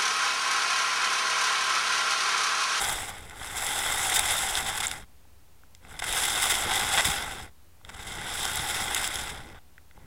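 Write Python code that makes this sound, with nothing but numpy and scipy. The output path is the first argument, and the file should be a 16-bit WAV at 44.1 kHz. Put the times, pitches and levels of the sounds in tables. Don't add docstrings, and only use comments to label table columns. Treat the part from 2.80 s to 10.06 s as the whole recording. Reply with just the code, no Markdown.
import sys
import numpy as np
from scipy import signal
from scipy.fft import rfft, irfft, next_fast_len
from scipy.io import wavfile
from scipy.ndimage import uniform_filter1d

SR = 44100
rng = np.random.default_rng(int(sys.argv[2]) if len(sys.argv) > 2 else 0)


def int16_out(signal):
    q = np.round(np.clip(np.atleast_2d(signal).T, -1, 1) * 32767)
    wavfile.write(sys.argv[1], SR, q.astype(np.int16))


N = 320147
TIME = np.arange(N) / SR
FREQ = np.maximum(np.arange(N // 2 + 1) * SR / N, 1)


def undb(db):
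    return np.exp(np.asarray(db) * (np.log(10) / 20))


def unit(x):
    return x / np.sqrt(np.mean(x ** 2) + 1e-18)


def band(x, lo_hz, hi_hz, order=2):
    edges_hz = [lo_hz, min(hi_hz, SR / 2 - 10)]
    return signal.sosfilt(signal.butter(order, edges_hz, "band", fs=SR, output="sos"), x)


def bell(f, hz, q):
    return 1 / (1 + (q * (f / hz - hz / f)) ** 2)


def walk(rate_hz):
    step = max(int(SR / rate_hz), 2)
    stairs = np.repeat(rng.standard_normal(N // step + 1), step)
    return unit(uniform_filter1d(stairs, step)[:N])


def noise(gain):
    return unit(irfft(rfft(rng.standard_normal(N)) * gain, N))


def add(out, at_s, sound):
    start = max(int(at_s * SR), 0)
    out[start:start + len(sound)] += sound[:N - start]


# start in seconds, end in seconds, grind at full speed in dB before the bed acts, exponent of
# the swell, fine grit in dB, broken shell in dB, extra knocking in dB.
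SURGE_ROWS = [(-0.5, 0.48, -31.8, 2.3, 2.6, -3.2, -0.6), (-0.15, 0.78, -46.8, 1.05, 1.4, -1.8, -0.7),
              (0.51, 2.255, -31.7, 0.85, 2.9, -1.4, -1.6), (2.98, 3.42, -49.8, 1.25, 3.4, -1.4, -0.8),
              (3.215, 3.53, -35.2, 0.55, 1.1, 0.3, -3.2), (3.18, 4.705, -31, 0.88, 2.1, 0.1, 0.2),
              (5.0, 6.82, -35, 1.25, 3.1, 0.7, 1.4), (7.08, 7.4, -59.2, 1.05, -1.2, -0.7, 0.3)]


def sliding_db():
    power, colour = np.full(N, 1e-12), np.zeros((3, N))
    for start_s, end_s, db, steepness, *colour_db in SURGE_ROWS:
        moving = (TIME > start_s) & (TIME < end_s)
        speed = np.sin(np.pi * (TIME[moving] - start_s) / (end_s - start_s))
        share = (undb(db) * speed ** steepness) ** 2
        power[moving] += share
        colour[:, moving] += np.outer(colour_db, share)
    return 10 * np.log10(power), *(colour / power)


# middle in seconds, length in seconds, coarseness in dB (above 0 stones, below 0 fine grit).
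BED_PATCHES = [(0.88, 0.3, -2.5), (1.85, 0.2, 3.2), (3.45, 0.6, -3.6), (3.87, 0.16, 6), (4.02, 0.3, 3.2),
               (4.5, 0.5, 2.7), (5.41, 0.2, 4.8), (5.62, 0.16, -3.2), (6.08, 0.2, 2.2), (6.64, 0.5, 4.2)]


def coarseness():
    total_db = np.zeros(N)
    for middle_s, length_s, db in BED_PATCHES:
        total_db += db * np.cos(np.pi * np.clip((TIME - middle_s) / length_s, -.5, .5)) ** 2
    return total_db


GRIT_DB_PER_LOAD_DB = 0.2863
KNOCK_BASE_DB, KNOCK_DB_PER_LOAD_DB = -46.3, 0.4
KNOCK_DB_PER_STONE_DB, GRIND_DB_PER_STONE_DB = 0.8, -0.2
BED_GRIND_DB, BED_GRIT_DB, BED_RATE_HZ = 0.5, 0.7, 22


def drag_levels(brisk_db=-32):
    slide_db, fine_db, broken_db, bumpy_db = sliding_db()
    load_db, stones_db = slide_db - brisk_db, coarseness()
    push_db = slide_db + GRIND_DB_PER_STONE_DB * stones_db + BED_GRIND_DB * walk(BED_RATE_HZ)
    grit_db = fine_db + GRIT_DB_PER_LOAD_DB * load_db - stones_db + BED_GRIT_DB * walk(BED_RATE_HZ)
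    knock_db = KNOCK_BASE_DB + bumpy_db + KNOCK_DB_PER_LOAD_DB * load_db
    knock_db = knock_db + KNOCK_DB_PER_STONE_DB * np.maximum(stones_db, 0)
    return push_db, grit_db, broken_db, knock_db


# centre in Hz, nominal width in Hz, level in dB.
CASE_MODES = [(473, 260, -13), (801, 130, 0.5), (1076, 190, -8), (1467, 312, -2), (2045, 215, -0.5),
              (2660, 500, -10.5), (3335, 340, -3.5), (3623, 270, -3.5), (5154, 450, -10.5),
              (6200, 2550, -14.5), (7700, 800, -6.5), (8850, 620, -8.5), (9900, 260, -11),
              (10750, 366, -5.5), (11660, 450, -15.5), (12400, 210, -13), (14500, 700, -26),
              (15300, 800, -15.5)]


def housing(hz=3000, q=0, size=2048, skirt=1.57, wall_db=-21):
    f = np.maximum(np.arange(size // 2 + 1) * SR / size, 1)
    power = undb(wall_db) ** 2 * bell(f, 730, 0.24) ** 2
    for centre_hz, width_hz, db in CASE_MODES:
        power = power + undb(db) ** 2 * bell(f, centre_hz, 0.79 * centre_hz / width_hz) ** skirt
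    cepstrum = irfft(np.log(np.sqrt(power) * bell(f, hz, q) + 1e-6))
    cepstrum[1:size // 2] *= 2
    cepstrum[size // 2 + 1:] = 0
    return irfft(np.exp(rfft(cepstrum)))


def shifting_contact(x, depth_db=1.0, rate_hz=30):
    centres_hz = np.sort(np.array(CASE_MODES)[:, 0])
    padded = next_fast_len(N)
    spectrum = rfft(x, padded)
    freq = np.arange(len(spectrum)) * SR / padded
    out = np.zeros(N)
    for weights in np.eye(len(centres_hz)):
        part = irfft(spectrum * np.interp(freq, centres_hz, weights), padded)[:N]
        out += part * undb(depth_db * walk(rate_hz))
    return out


def clicks(rate_hz, spread_db):
    count = len(rate_hz)
    share = np.clip(rate_hz / SR, 1e-4, 1)
    size = undb(spread_db * np.minimum(rng.standard_normal(count), 2.3)) * rng.choice([-1, 1], count)
    hit = rng.random(count) < share
    return unit(hit * size / np.sqrt(share))


def catches(rate_hz, release_s, limit=3):
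    jumps = (rng.random(N) < rate_hz / SR) * np.sqrt(rng.exponential(size=N))
    stress = signal.lfilter([1], [1, -np.exp(-1 / (release_s * SR))], jumps)
    return unit(np.tanh(unit(stress - stress.mean()) / limit))


def grind(push_db, grit_db, broken_db):
    load_db = push_db + 32
    crowd = undb(.55 * load_db)
    slips = catches(rate_hz=170, release_s=0.0039)
    ring = housing()
    pebbles = clicks(3600 * crowd, spread_db=2) * undb(1.3 * slips + 0.55 * walk(60))
    pebbles = unit(band(signal.fftconvolve(pebbles, ring)[:N], 283, 2350, order=4))
    shell = clicks(4200 * crowd, spread_db=2.5) * undb(1.64 * slips)
    shell = unit(band(signal.fftconvolve(shell, ring)[:N], 2410, 5840, order=3))
    sand = clicks(6000 * crowd, spread_db=3.5) * undb(1.86 * slips + 0.69 * walk(90))
    sand = unit(band(signal.fftconvolve(sand, ring)[:N], 5900, 14700, order=3))
    shell_db = broken_db + 0.64 * grit_db + 0.045 * load_db - 2.5
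    sand_db = 1.17 * grit_db - 3.5
    mix = pebbles + undb(shell_db) * shell + undb(sand_db) * sand
    return undb(push_db) * shifting_contact(mix)


def crack(hz, q, rise_s=0.00023, splinter_s=0.001, size=176):
    age = TIME[:size]
    splinters = rng.choice([-1, 1], size) * (1 - np.exp(-age / rise_s)) * np.exp(-age / splinter_s)
    sound = signal.fftconvolve(splinters, housing(hz, q))
    return sound * np.sqrt(size / np.sum(sound ** 2))


def chips(push_db, grit_db, count=260, lo_hz=1200, hi_hz=11000, q=1.6, top_db=0, range_db=10):
    out = np.zeros(N)
    for when, fineness, weakness in rng.random((count, 3)):
        i = int(when * N)
        db = push_db[i] + fineness * grit_db[i] + top_db - range_db * weakness
        add(out, i / SR, undb(db) * crack(lo_hz * (hi_hz / lo_hz) ** fineness, q))
    return out


def loose_stones(push_db, count=320, lo_hz=800, hi_hz=4200, cycles=4, top_db=5.5, range_db=10, size=900):
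    out, age = np.zeros(N), TIME[:size]
    for when, smallness, weakness in rng.random((count, 3)):
        i = int(when * N)
        hz = lo_hz * (hi_hz / lo_hz) ** smallness
        ring = np.sin(2 * np.pi * hz * age) * np.exp(-hz * age / cycles)
        add(out, i / SR, undb(push_db[i] + top_db - range_db * weakness) * ring)
    return out


def judder(knock_db):
    knocks = unit(band(clicks(np.full(N, 900), spread_db=3.5), 83, 543))
    rocking = unit(band(clicks(np.full(N, 300), spread_db=3), 7.1, 93.5))
    return undb(knock_db - 2.5) * knocks + undb(0.54 * knock_db - 20.5) * rocking


# start in seconds, length in seconds, level in dB before gain_db, centre in Hz.
CLUMPS = [(0.036, 0.012, -32, 1500), (0.768, 0.017, -31.5, 11000), (1.339, 0.037, -24.5, 11000),
          (1.359, 0.014, -21, 5860), (1.485, 0.041, -27, 2220), (1.768, 0.022, -28, 3400),
          (1.862, 0.032, -30, 3400), (1.975, 0.012, -30, 3400), (2.003, 0.0095, -25, 4000),
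          (2.028, 0.035, -27.5, 3350), (3.191, 0.011, -30.5, 3100), (3.221, 0.0048, -25, 1120),
          (3.24, 0.008, -28, 3680), (3.451, 0.0083, -24, 11000), (3.622, 0.02, -23, 8000),
          (3.698, 0.027, -21.5, 6400), (3.909, 0.016, -27, 1090), (4.175, 0.035, -19.8, 1450),
          (4.246, 0.032, -23.5, 5370), (5.091, 0.012, -38.5, 1770), (5.144, 0.008, -41, 2600),
          (5.192, 0.022, -41, 1300), (5.899, 0.018, -29, 4500), (6.164, 0.0067, -26, 1400),
          (6.242, 0.037, -31, 5460), (6.492, 0.02, -35, 3300), (6.745, 0.045, -48.5, 700)]


def crunches(gain_db=-2.0, fade=0.43, q=0.23):
    out = np.zeros(N)
    for at_s, length_s, db, hz in CLUMPS:
        age = np.linspace(0, 1, max(int(length_s * SR), 20))
        run = clicks(np.full(len(age), 7000), spread_db=2.5) * np.exp(-fade * age)
        sound = signal.fftconvolve(run, housing(hz, q))
        add(out, at_s, sound * undb(db + gain_db) * np.sqrt(len(age) / np.sum(sound ** 2)))
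    return out


# start in seconds, level in dB, centre in Hz, sharpness Q.
SINGLE_CHIPS = [(0.385, -47, 1310, 0.1), (0.4966, -43, 3650, 0.29), (0.8659, -28, 8000, 0.89),
                (1.3896, -27.5, 4750, 2.5), (1.3936, -17, 8500, 0.1), (1.7534, -23, 4100, 1.1),
                (2.0213, -31, 1310, 1.35), (2.069, -22.5, 7600, 5), (2.0817, -32, 11000, 0.2),
                (2.1139, -27, 7420, 0.1), (2.4516, -58, 950, 2.3), (2.835, -53, 1200, 1.1),
                (2.9493, -47, 4300, 0.9), (3.0496, -47, 700, 0.15), (4.2541, -23.5, 11000, 0.11),
                (4.317, -28, 2200, 0.5), (5.013, -55, 1000, 0.5), (5.049, -41.5, 2170, 0.35),
                (5.6529, -25.5, 5860, 0.1), (5.757, -28, 11000, 0.5), (6.1468, -21.5, 9000, 0.3),
                (6.2756, -28, 8500, 0.56), (6.3565, -29, 7500, 0.6), (6.98, -45.5, 1900, 1.2),
                (7.111, -52.5, 2000, 0.7), (7.176, -50, 900, 1.5)]


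def snaps():
    out = np.zeros(N)
    for at_s, db, hz, q in SINGLE_CHIPS:
        add(out, at_s, crack(hz, q) * undb(db))
    return out


# start in seconds, amplitude in dB before decay, frequency in Hz.
STONE_BUMPS = [(0.14, -32, 40), (3.3, -33, 45), (3.863, -33, 231), (4.255, -25.5, 90.4), (4.272, -27, 315),
               (4.285, -23.5, 167), (4.3, -29, 65), (5.795, -30, 131), (6.015, -33, 190), (6.42, -33, 200)]


def bumps(cycles=0.95, size=6000):
    out, age = np.zeros(N), TIME[:size]
    for at_s, db, hz in STONE_BUMPS:
        add(out, at_s, undb(db) * np.sin(2 * np.pi * hz * age) * np.exp(-hz * age / cycles))
    return out


# frequency in Hz, relative density in dB per Hz.
HISS_SPECTRUM = [(20, -5), (110, -11.5), (160, -14.5), (300, -18.5), (600, -22.5), (800, -20.5),
                 (1300, -25.5), (2500, -28), (5000, -31), (15500, -32)]
HISS_RMS_DB = -59.5
# centre in Hz, width of the pitch wander in Hz, rms level in dB before its wavering.
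DRONE_TONES = [(62, 9, -63.5), (84, 9, -65)]


def still_water():
    hz, db = np.transpose(HISS_SPECTRUM)
    out = undb(HISS_RMS_DB) * noise(undb(np.interp(np.log(FREQ), np.log(hz), db)))
    for centre_hz, width_hz, level_db in DRONE_TONES:
        level = undb(level_db + walk(26))
        pitch_hz = centre_hz + width_hz / 2 * walk(22)
        out += level * unit(np.sin(2 * np.pi * np.cumsum(pitch_hz) / SR))
    return out


def scene():
    push_db, grit_db, broken_db, knock_db = drag_levels()
    sliding = 1 / (1 + np.exp(-(push_db + 64.5) / 2))
    drag = grind(push_db, grit_db, broken_db) + chips(push_db, grit_db)
    drag = drag + loose_stones(push_db) + judder(knock_db)
    return (sliding * drag + crunches() + snaps() + bumps() + still_water())[None]


def record(dry):
    top_hz, offset = 15850, -.0026
    return signal.sosfilt(signal.ellip(10, .2, 70, top_hz, fs=SR, output="sos"), dry) + offset


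dry = scene()
out = record(dry)
int16_out(out)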